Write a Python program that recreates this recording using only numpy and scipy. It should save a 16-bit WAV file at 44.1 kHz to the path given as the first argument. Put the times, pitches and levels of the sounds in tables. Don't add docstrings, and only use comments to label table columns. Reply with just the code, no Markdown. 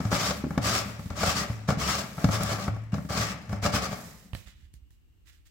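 import sys
import numpy as np
from scipy import signal
from scipy.fft import rfft, irfft, next_fast_len
from scipy.io import wavfile
from scipy.ndimage import uniform_filter1d, map_coordinates

SR = 44100
rng = np.random.default_rng(int(sys.argv[2]) if len(sys.argv) > 2 else 0)


def waveform_to_disk(signal):
    frames = np.transpose(np.atleast_2d(signal))
    scaled = np.clip(frames, -1, 1) * 32767
    samples = np.round(scaled).astype(np.int16)
    wavfile.write(sys.argv[1], SR, samples)


N = 242550


def amp(db):
    return 10 ** (np.asarray(db) / 20)


def unit(x):
    return x / np.sqrt(np.mean(x ** 2) + 1e-20)


def along(points, hz):
    freqs, values = np.transpose(points)
    return np.interp(np.log(hz + 1), np.log(freqs + 1), values)


def wobble(knots_per_s):
    return map_coordinates(rng.standard_normal(4096), [np.arange(N) * knots_per_s / SR], mode="wrap")


def filtered(x, response):
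    n = x.shape[-1]
    padded = 2 * next_fast_len(n // 2 + 4096)
    return irfft(rfft(x, padded) * response(np.fft.rfftfreq(padded, 1 / SR)), padded)[..., :n]


def colour(points):
    def response(hz):
        cepstrum = irfft(np.log(amp(along(points, hz))))
        cepstrum[1:len(cepstrum) // 2] *= 2
        cepstrum[len(cepstrum) // 2 + 1:] = 0
        return np.exp(rfft(cepstrum))
    return response


def resonances(modes):
    def response(hz):
        total = 0
        for k, (pitch, width, db) in enumerate(modes):
            peak = pitch * width / (pitch ** 2 - hz ** 2 + 1j * hz * width)
            bass_cut = 1j * hz / (pitch / 2 + 1j * hz)
            total += (-1) ** k * amp(db) * peak * bass_cut
        return total
    return response


def add(track, start_s, sound):
    part = track[..., max(round(start_s * SR), 0):][..., :sound.shape[-1]]
    part += sound[..., :part.shape[-1]]


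def grains(per_s, scatter_db):
    hits = rng.random(N) < per_s / SR
    return hits * amp(scatter_db * rng.standard_normal(N)) * rng.standard_normal((2, N))


def burst(response, t60_s, rise_s):
    t = np.arange(SR // 5) / SR
    envelope = amp(-60 * t / t60_s) * (1 - np.exp(-t / rise_s))
    noise = filtered(rng.standard_normal((2, len(t))) * envelope, response)
    power = uniform_filter1d(noise ** 2, size=220, mode="constant")
    return noise / np.sqrt(power.max(1, keepdims=True))


def thump(pitch_hz, t60_cycles, rise_cycles):
    cycles = pitch_hz * np.arange(SR // 5) / SR
    envelope = amp(-60 * cycles / t60_cycles) * (1 - np.exp(-(cycles / rise_cycles) ** 2))
    swing = -np.sin(2 * np.pi * cycles) * envelope
    return swing / np.abs(swing).max()


def swell(start_s, rise_s, hold_s, fall_db_per_s):
    t = np.arange(0, N, 32) / SR - start_s
    gain = np.sin(np.pi / 2 * np.clip(t / rise_s, 0, 1)) ** 2
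    return gain * amp(-fall_db_per_s * np.maximum(t - rise_s - hold_s, 0))


def together(gains):
    total = np.sqrt(np.sum(np.square(gains), axis=0))
    return np.interp(np.arange(N), np.linspace(0, N, len(total)), total)


# start_s, rise_s, hold_s, scrape_db, wall_drive_db
PUSHES = [(0.0, 0.0033, 0.076, -53, -40), (0.098, 0.039, 0.029, -32, -27), (0.175, .03, 0.082, -33, -30.5),
          (0.508, 0.025, 0.08, -67, -44.5), (0.601, 0.064, 0.031, -33, -28.5),
          (0.684, 0.058, 0.04, -30.5, -28), (1.092, .01, 0.064, -61, -44.5),
          (1.134, 0.083, 0.039, -36, -31.5), (1.23, 0.037, 0.051, -32.5, -29),
          (1.337, 0.044, 0.023, -32, -29.5), (1.671, 0.019, 0.02, -41.5, -30),
          (1.767, 0.046, 0.084, -36, -31), (1.87, 0.022, 0.03, -32.5, -32),
          (1.93, 0.027, 0.039, -36.5, -33), (2.15, 0.073, 0.11, -51, -37.5),
          (2.292, 0.041, 0.022, -35, -29), (2.378, 0.045, 0.074, -42, -34), (2.476, 0.033, 0.024, -37, -29),
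          (2.575, 0.032, 0.038, -43.5, -36), (2.917, 0.007, 0.042, -55, -41.5),
          (3.085, .016, 0.06, -41, -34), (3.124, 0.051, 0.047, -34.5, -30), (3.208, .03, 0.064, -39.5, -34),
          (3.486, 0.038, 0.037, -56, -41), (3.611, 0.042, 0.0081, -34, -27),
          (3.711, 0.043, 0.0061, -30.5, -26.5), (3.806, 0.024, 0.008, -36.5, -30.5),
          (3.9, .022, 0.01, -45.5, -38)]


def pushes():
    def level(column, release_db_per_s, settle_db, settle_db_per_s):
        gains = []
        for row in PUSHES:
            push = swell(*row[:3], release_db_per_s)
            settling = amp(settle_db) * swell(*row[:3], settle_db_per_s)
            gains.append(amp(row[column]) * np.maximum(push, settling))
        return 20 * np.log10(together(gains) + 1e-9)
    scrape_db = level(column=3, release_db_per_s=320, settle_db=-15.5, settle_db_per_s=67.5)
    wall_db = level(column=4, release_db_per_s=158, settle_db=-7.5, settle_db_per_s=66.8)
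    return scrape_db, wall_db


def pings(per_s, pitch_hz, spread, t60_s, scatter_db):
    starts = np.flatnonzero(rng.random(N) < per_s / SR)
    draws = rng.standard_normal((len(starts), 4))
    age = np.arange(SR // 25)
    hz = np.minimum(pitch_hz * np.exp(spread * draws[:, :1]), SR / 3)
    rings = amp(scatter_db * draws[:, 1:2] - 60 * age / SR / t60_s) * np.sin(2 * np.pi * hz * age / SR)
    samples = (starts[:, None] + age).ravel()
    return np.array([np.bincount(samples, (rings * gain[:, None]).ravel(), N)[:N]
                     for gain in draws[:, 2:].T])


# freq_hz, level_db
GRIT_SPECTRUM = [(150, -28), (400, -21.5), (1000, 4.5), (2400, -3), (3200, -1), (3900, -3), (5200, -0.5),
                 (6300, -3), (7600, -2.5), (8700, -12), (9600, -10.5), (11000, -14.5), (16000, -14.5)]
# freq_hz, level_db
JOSTLE_SPECTRUM = [(200, -29), (380, -1.5), (560, -1), (950, -3), (1300, -5.5), (1900, -3), (2250, -8.5),
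                   (2600, -10.5), (6000, -34)]
# pitch_hz, width_hz, level_db
WALL_MODES = [(442, 21, -8.5), (578.8, 28.6, 4), (613.7, 182, -2.5), (776, 46.4, 2.5), (799, 99, -1.5),
              (1140, 66, -2.5), (1376, 125, 2), (1404.3, 105, 1.5), (1658, 120, -9), (1742, 90, -8),
              (2200, 143, -12), (2314, 80, -8.5)]


def scraping(scrape_db, wall_db):
    contacts_per_s = 9000 * amp(0.23 * np.clip(scrape_db + 38, -30, 6))
    grip = amp(1.1 * wobble(70))
    contacts = grains(contacts_per_s, scatter_db=0) / np.sqrt(contacts_per_s) * grip
    grit = unit(filtered(contacts, colour(GRIT_SPECTRUM)))
    chips = amp(-8) * unit(pings(per_s=600, pitch_hz=5114, spread=0.17, t60_s=0.068, scatter_db=-2))
    chunks = amp(-10.5) * unit(pings(per_s=250, pitch_hz=1888, spread=0.33, t60_s=0.12, scatter_db=3.5))
    firmness = np.clip((wall_db + 56.5) / 24, 0.1, 0.9)
    wall = np.sqrt(firmness) * unit(filtered(contacts, resonances(WALL_MODES)))
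    jostle = np.sqrt(1 - firmness) * unit(filtered(grains(5000, scatter_db=1.5), colour(JOSTLE_SPECTRUM)))
    return amp(scrape_db + 2.5) * (grit + chips + chunks) + amp(wall_db - 4) * (wall + jostle)


# pitch_hz, width_hz, level_db
BODY_MODES = [(73, 7.3, 0.5), (121.5, 8.4, 1.5), (146.5, 67, -5.5), (205.7, 38.3, 0.5), (236.3, 27, -3.5),
              (284.9, 8.7, 0)]


def dragging(wall_db):
    firm_push_db, firm_rumble_db = -28.5, -33.5
    rumble_db = firm_rumble_db + 0.62 * (wall_db - firm_push_db)
    slip_colour = colour([(25, -26.5), (60, 5), (200, 3), (290, -3.5), (360, -2.5), (600, -19)])
    slips = filtered(grains(900, scatter_db=4.5), slip_colour)
    return amp(rumble_db) * unit(filtered(slips, resonances(BODY_MODES)))


# start_s, rise_s, hold_s, t60_s, rub_db, sift_db
FINGER_SLIDES = [(0.0, .02, 0.093, .3, -78, -56.5), (0.18, .08, 0.12, 0.23, -82, -48.5),
                 (0.466, 0.023, 0.041, 0.63, -79, -58.5), (0.76, .08, 0.061, .3, -77, -52.5),
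                 (0.978, 0.018, 0.083, 0.54, -62, -57), (1.4, 0.055, 0.081, 0.35, -80, -57.5),
                 (1.88, 0.098, 0.11, 0.58, -80, -52.5), (2.121, 0.057, 0.41, .4, -80, -51.5),
                 (2.93, 0.023, 0.15, .2, -84, -60.5), (3.48, 0.018, 0.027, 0.17, -84, -59),
                 (3.846, 0.069, 0.16, 0.75, -78, -52), (4.137, .06, .04, 0.54, -72.5, -63),
                 (4.332, 0.019, 0.035, 0.35, -61, -55), (4.454, 0.018, 0.014, .28, -56.5, -77),
                 (4.544, .03, .08, .2, -71, -83.5), (4.731, 0.0083, 0.02, .12, -74, -68.5),
                 (4.901, 0.0083, 0.011, 0.25, -81.5, -70.5), (5.24, .05, 0.01, 0.095, -61, -65.5),
                 (5.308, 0.021, 0.017, 0.27, -68, -70.5), (5.447, 0.015, .01, 0.14, -67.5, -66)]
# freq_hz, level_db
RUB_SPECTRUM = [(200, -13), (700, -15), (1200, -5.5), (1800, 4), (2400, -1), (3500, 0.5), (5500, -6.5),
                (7600, -5), (9500, -13.5), (16000, -15.5)]
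# freq_hz, level_db
SIFT_SPECTRUM = [(1000, -25.5), (4000, -3.5), (7500, -1.5), (9500, -6.5), (13000, -5), (16000, -5.5)]


def fingers():
    slides = np.array([swell(start, rise, hold, 60 / t60) for start, rise, hold, t60, *_ in FINGER_SLIDES])
    *_, rub_db, sift_db = np.transpose(FINGER_SLIDES)
    rub = unit(filtered(grains(12000, scatter_db=3.5), colour(RUB_SPECTRUM)))
    sift = unit(filtered(grains(12000, scatter_db=2.5), colour(SIFT_SPECTRUM)))
    return together(amp(rub_db)[:, None] * slides) * rub + together(amp(sift_db)[:, None] * slides) * sift


# start_s, clack_db, thump_db, thump_hz, crunch_db
JAR_BUMPS = [(0.003, -28, -28, 204, -40), (0.052, -31, -27, 115, -37.5), (0.117, -18.5, -42.5, 264, -32.5),
             (0.128, -17, -24.5, 212, -35), (0.307, -21, -30, 180, -25.5), (0.44, -28.5, -24, 238, -52),
             (0.467, -39, -29, 260, -56), (0.506, -28, -30.5, 172, -45), (0.577, -16.5, -19.5, 216, -31),
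             (0.86, -45.5, -39, 190, -44.5), (0.893, -34, -40.5, 183, -44), (0.993, -34.5, -35.5, 120, -48),
             (1.058, -43.5, -32, 114, -51.5), (1.103, -29.5, -32, 88, -40.5), (1.231, -14, -29.5, 84, -27),
             (1.275, -28, -30, 76.4, -27.5), (1.499, -34.5, -27.5, 114, -50),
             (1.687, -16, -22.5, 137, -35.5), (1.703, -17, -34.5, 187, -29.5),
             (1.722, -25, -27.5, 125, -52), (1.772, -43, -28, 152, -53.5), (2.18, -28, -34.5, 135, -50.5),
             (2.243, -17.5, -16, 190, -25), (2.288, -23, -22, 119, -39.5), (2.407, -23.5, -30.5, 128, -38),
             (2.515, -26.5, -31, 114, -38), (2.584, -28.5, -35.5, 189, -48),
             (2.679, -21.5, -26.5, 114, -41.5), (2.762, -33.5, -37.5, 115, -56.5),
             (2.931, -37.5, -24.5, 136, -52), (2.941, -25.5, -31, 170, -36), (2.981, -31.5, -29, 170, -57),
             (3.05, -43, -34.5, 171, -51.5), (3.104, -25, -32.5, 112, -40), (3.174, -25, -33, 135, -24),
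             (3.493, -35, -34, 103, -45), (3.528, -26, -27.5, 111, -40), (3.626, -30, -34, 73, -43),
             (3.651, -21, -28.5, 115, -33), (3.661, -17.5, -27.5, 109, -22),
             (3.737, -21.5, -27, 101, -34.5), (3.926, -26, -38.5, 106, -40)]
# freq_hz, level_db
KNOCK_SPECTRUM = [(250, -21), (500, 5.5), (800, 0.5), (1000, -14.5), (1300, 4), (2200, -17.5), (5000, -30)]
# freq_hz, level_db
CRUNCH_SPECTRUM = [(200, -25), (1000, -2.5), (2400, 3.5), (5000, 5), (7500, 1.5), (9000, -18), (16000, -34)]


def bumps():
    out, t = np.zeros((2, N)), np.arange(SR // 5) / SR
    clack = filtered(np.exp(-t / 0.000089), resonances(WALL_MODES))
    clack /= np.abs(clack).max()
    for start, clack_db, thump_db, thump_hz, crunch_db in JAR_BUMPS:
        force = t * np.exp(-t * thump_hz / 0.087)
        body = filtered(force, resonances(BODY_MODES))
        add(out[0], start + 0.001, amp(clack_db - 3) * clack)
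        add(out, start, amp(clack_db - 11.5) * burst(colour(KNOCK_SPECTRUM), t60_s=0.049, rise_s=0.000088))
        add(out, start, amp(crunch_db - 6) * burst(colour(CRUNCH_SPECTRUM), t60_s=0.041, rise_s=0.00033))
        add(out[0], start, amp(thump_db + 1.5) * body / np.abs(body).max())
        add(out[0], start - 0.0015, amp(thump_db + 7) * thump(thump_hz, t60_cycles=5.04, rise_cycles=0.47))
    return out


# start_s, level_db, t60_s
JAR_BOOMS = [(0.051, -28.5, 0.88), (0.6, -33.5, 2.4), (1.501, -36, 2), (2.241, -23.5, 1.2),
             (2.516, -33.5, .5), (2.682, -26.5, 0.91), (3.19, -28.5, 0.41), (3.501, -30, 0.99)]


def booming():
    pitch_hz, rise_s = 108, 0.0142
    gain = together([amp(db) * swell(start, rise_s, 0, 60 / t60) for start, db, t60 in JAR_BOOMS])
    phase = 2 * np.pi * np.cumsum(pitch_hz * (1 + 0.02 * wobble(20))) / SR
    note = unit(np.sin(phase) + 0.048 * np.sin(2 * phase))
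    return np.outer([1, 0], gain * note)


# start_s, level_db
PIECE_SNAPS = [(2.434, -17), (2.838, -49), (4.739, -42), (4.906, -54)]


def snaps():
    out = np.zeros((2, N))
    bright = colour([(2000, -18), (8000, -12), (16000, -18)])
    for start, db in PIECE_SNAPS:
        add(out, start, amp(db - 13.5) * burst(bright, t60_s=0.008, rise_s=0.0008))
    return out


# start_s, click_db, thud_db
PLATE_CLICKS = [(4.3323, -38.5, -31.5), (4.349, -34.5, -34.5), (4.473, -48, -64), (4.7381, -66, -49.5),
                (4.906, -65, -59)]
# pitch_hz, width_hz, level_db
TAP_MODES = [(660, 1600, -6.5), (1828, 130, 6.5), (2580, 371, -7), (3140, 300, -1.5), (4460, 870, -10.5),
             (7550, 1200, -21), (12500, 4900, -23.5)]
# pitch_hz, level_db, t60_s
PLATE_MODES = [(1713, 3, .11), (2950, -7, 0.91), (4550, -3, 0.13), (7700, -1, 0.11)]
# start_s, level_db
PLATE_NUDGES = [(4.458, -44), (4.546, -47), (4.626, -47.5), (4.652, -45.5), (4.75, -43), (4.815, -45)]


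def plate():
    out, t = np.zeros((2, N)), np.arange(SR) / SR
    for start, click_db, thud_db in PLATE_CLICKS:
        ring = sum(amp(db + rng.normal(0, 1.7, (2, 1)) - 60 * t / t60) * np.sin(2 * np.pi * hz * t)
                   for hz, db, t60 in PLATE_MODES)
        add(out, start, amp(click_db - 4) * burst(resonances(TAP_MODES), t60_s=0.013, rise_s=0.000306))
        add(out, start, amp(click_db - 20.5) * ring)
        add(out[0], start, amp(thud_db + 7) * thump(pitch_hz=88, t60_cycles=6, rise_cycles=0.15))
    for start, db in PLATE_NUDGES:
        add(out[0], start, amp(db + 3) * thump(pitch_hz=62.3, t60_cycles=8.3, rise_cycles=0.6))
    return out


# freq_hz, level_db
HUSH_SPECTRUM = [(25, -0.5), (66, 4.5), (200, -20.5), (300, -19), (600, -36.5), (2400, -38), (4500, -41),
                 (6000, -44), (8000, -41), (10500, -52), (12600, -40.5), (15500, -45.5)]
# pitch_hz, width_hz, level_db
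WHINE_BAND = [(2850, 160, 0)]


def room_tone():
    hush = amp(-57) * unit(filtered(rng.standard_normal((2, N)), colour(HUSH_SPECTRUM)))
    whine = amp(-82) * unit(filtered(rng.standard_normal((2, N)), resonances(WHINE_BAND)))
    return hush + whine


# freq_hz, t60_s
ROOM_DECAY = [(150, 0.24), (400, 0.43), (1800, 0.33), (2200, 0.65), (2600, 0.53), (6000, 0.24),
              (15000, 0.071)]


def room_echo(near):
    hz, t, spectra = signal.stft(rng.standard_normal((2, SR // 2)), SR, nperseg=256)
    tail = signal.istft(spectra * amp(-60 * t / along(ROOM_DECAY, hz)[:, None]), SR, nperseg=256)[1]
    delayed = np.pad(tail, ((0, 0), (200, 0))) / np.linalg.norm(tail[0])
    return signal.fftconvolve(near, delayed, axes=1)[:, :N]


# freq_hz, likeness (1 or more is identical)
STEREO_LIKENESS = [(200, 5), (600, 0.8), (1200, 0.38), (2500, -0.07), (6000, 0), (14000, 0)]


def place(paths, balance):
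    def mid_side_gains(hz):
        angle = np.arccos(np.clip(along(STEREO_LIKENESS, hz), -1, 1)) / 2
        return np.array([np.cos(angle), np.sin(angle)])
    mid, side = filtered(paths, mid_side_gains)
    left_right = np.array([mid + side, mid - side])
    return filtered(left_right, lambda hz: amp(np.outer([0.5, -0.5], along(balance, hz))))


# freq_hz, left_minus_right_db
JAR_BALANCE = [(100, 2), (450, -0.5), (750, 1.5), (1200, 6), (2200, 3), (3800, 3), (5200, 4.5),
               (7500, -0.5), (9000, -4), (11500, -0.5), (16000, -4.5)]
# freq_hz, left_minus_right_db
HAND_BALANCE = [(200, -7), (1500, -8), (5000, -8.5), (10000, -6)]


def scene():
    scrape_db, wall_db = pushes()
    jar = scraping(scrape_db, wall_db) + dragging(wall_db) + booming() + bumps() + snaps()
    near = place(jar, JAR_BALANCE) + place(plate() + fingers(), HAND_BALANCE)
    return near + room_tone() + amp(-11) * room_echo(near)


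def record(dry):
    low_hz, top_hz = 28, 15900
    return filtered(dry, lambda hz: (1j * hz / (low_hz + 1j * hz)) ** 2 * (hz < top_hz))


dry = scene()
out = record(dry)
waveform_to_disk(out)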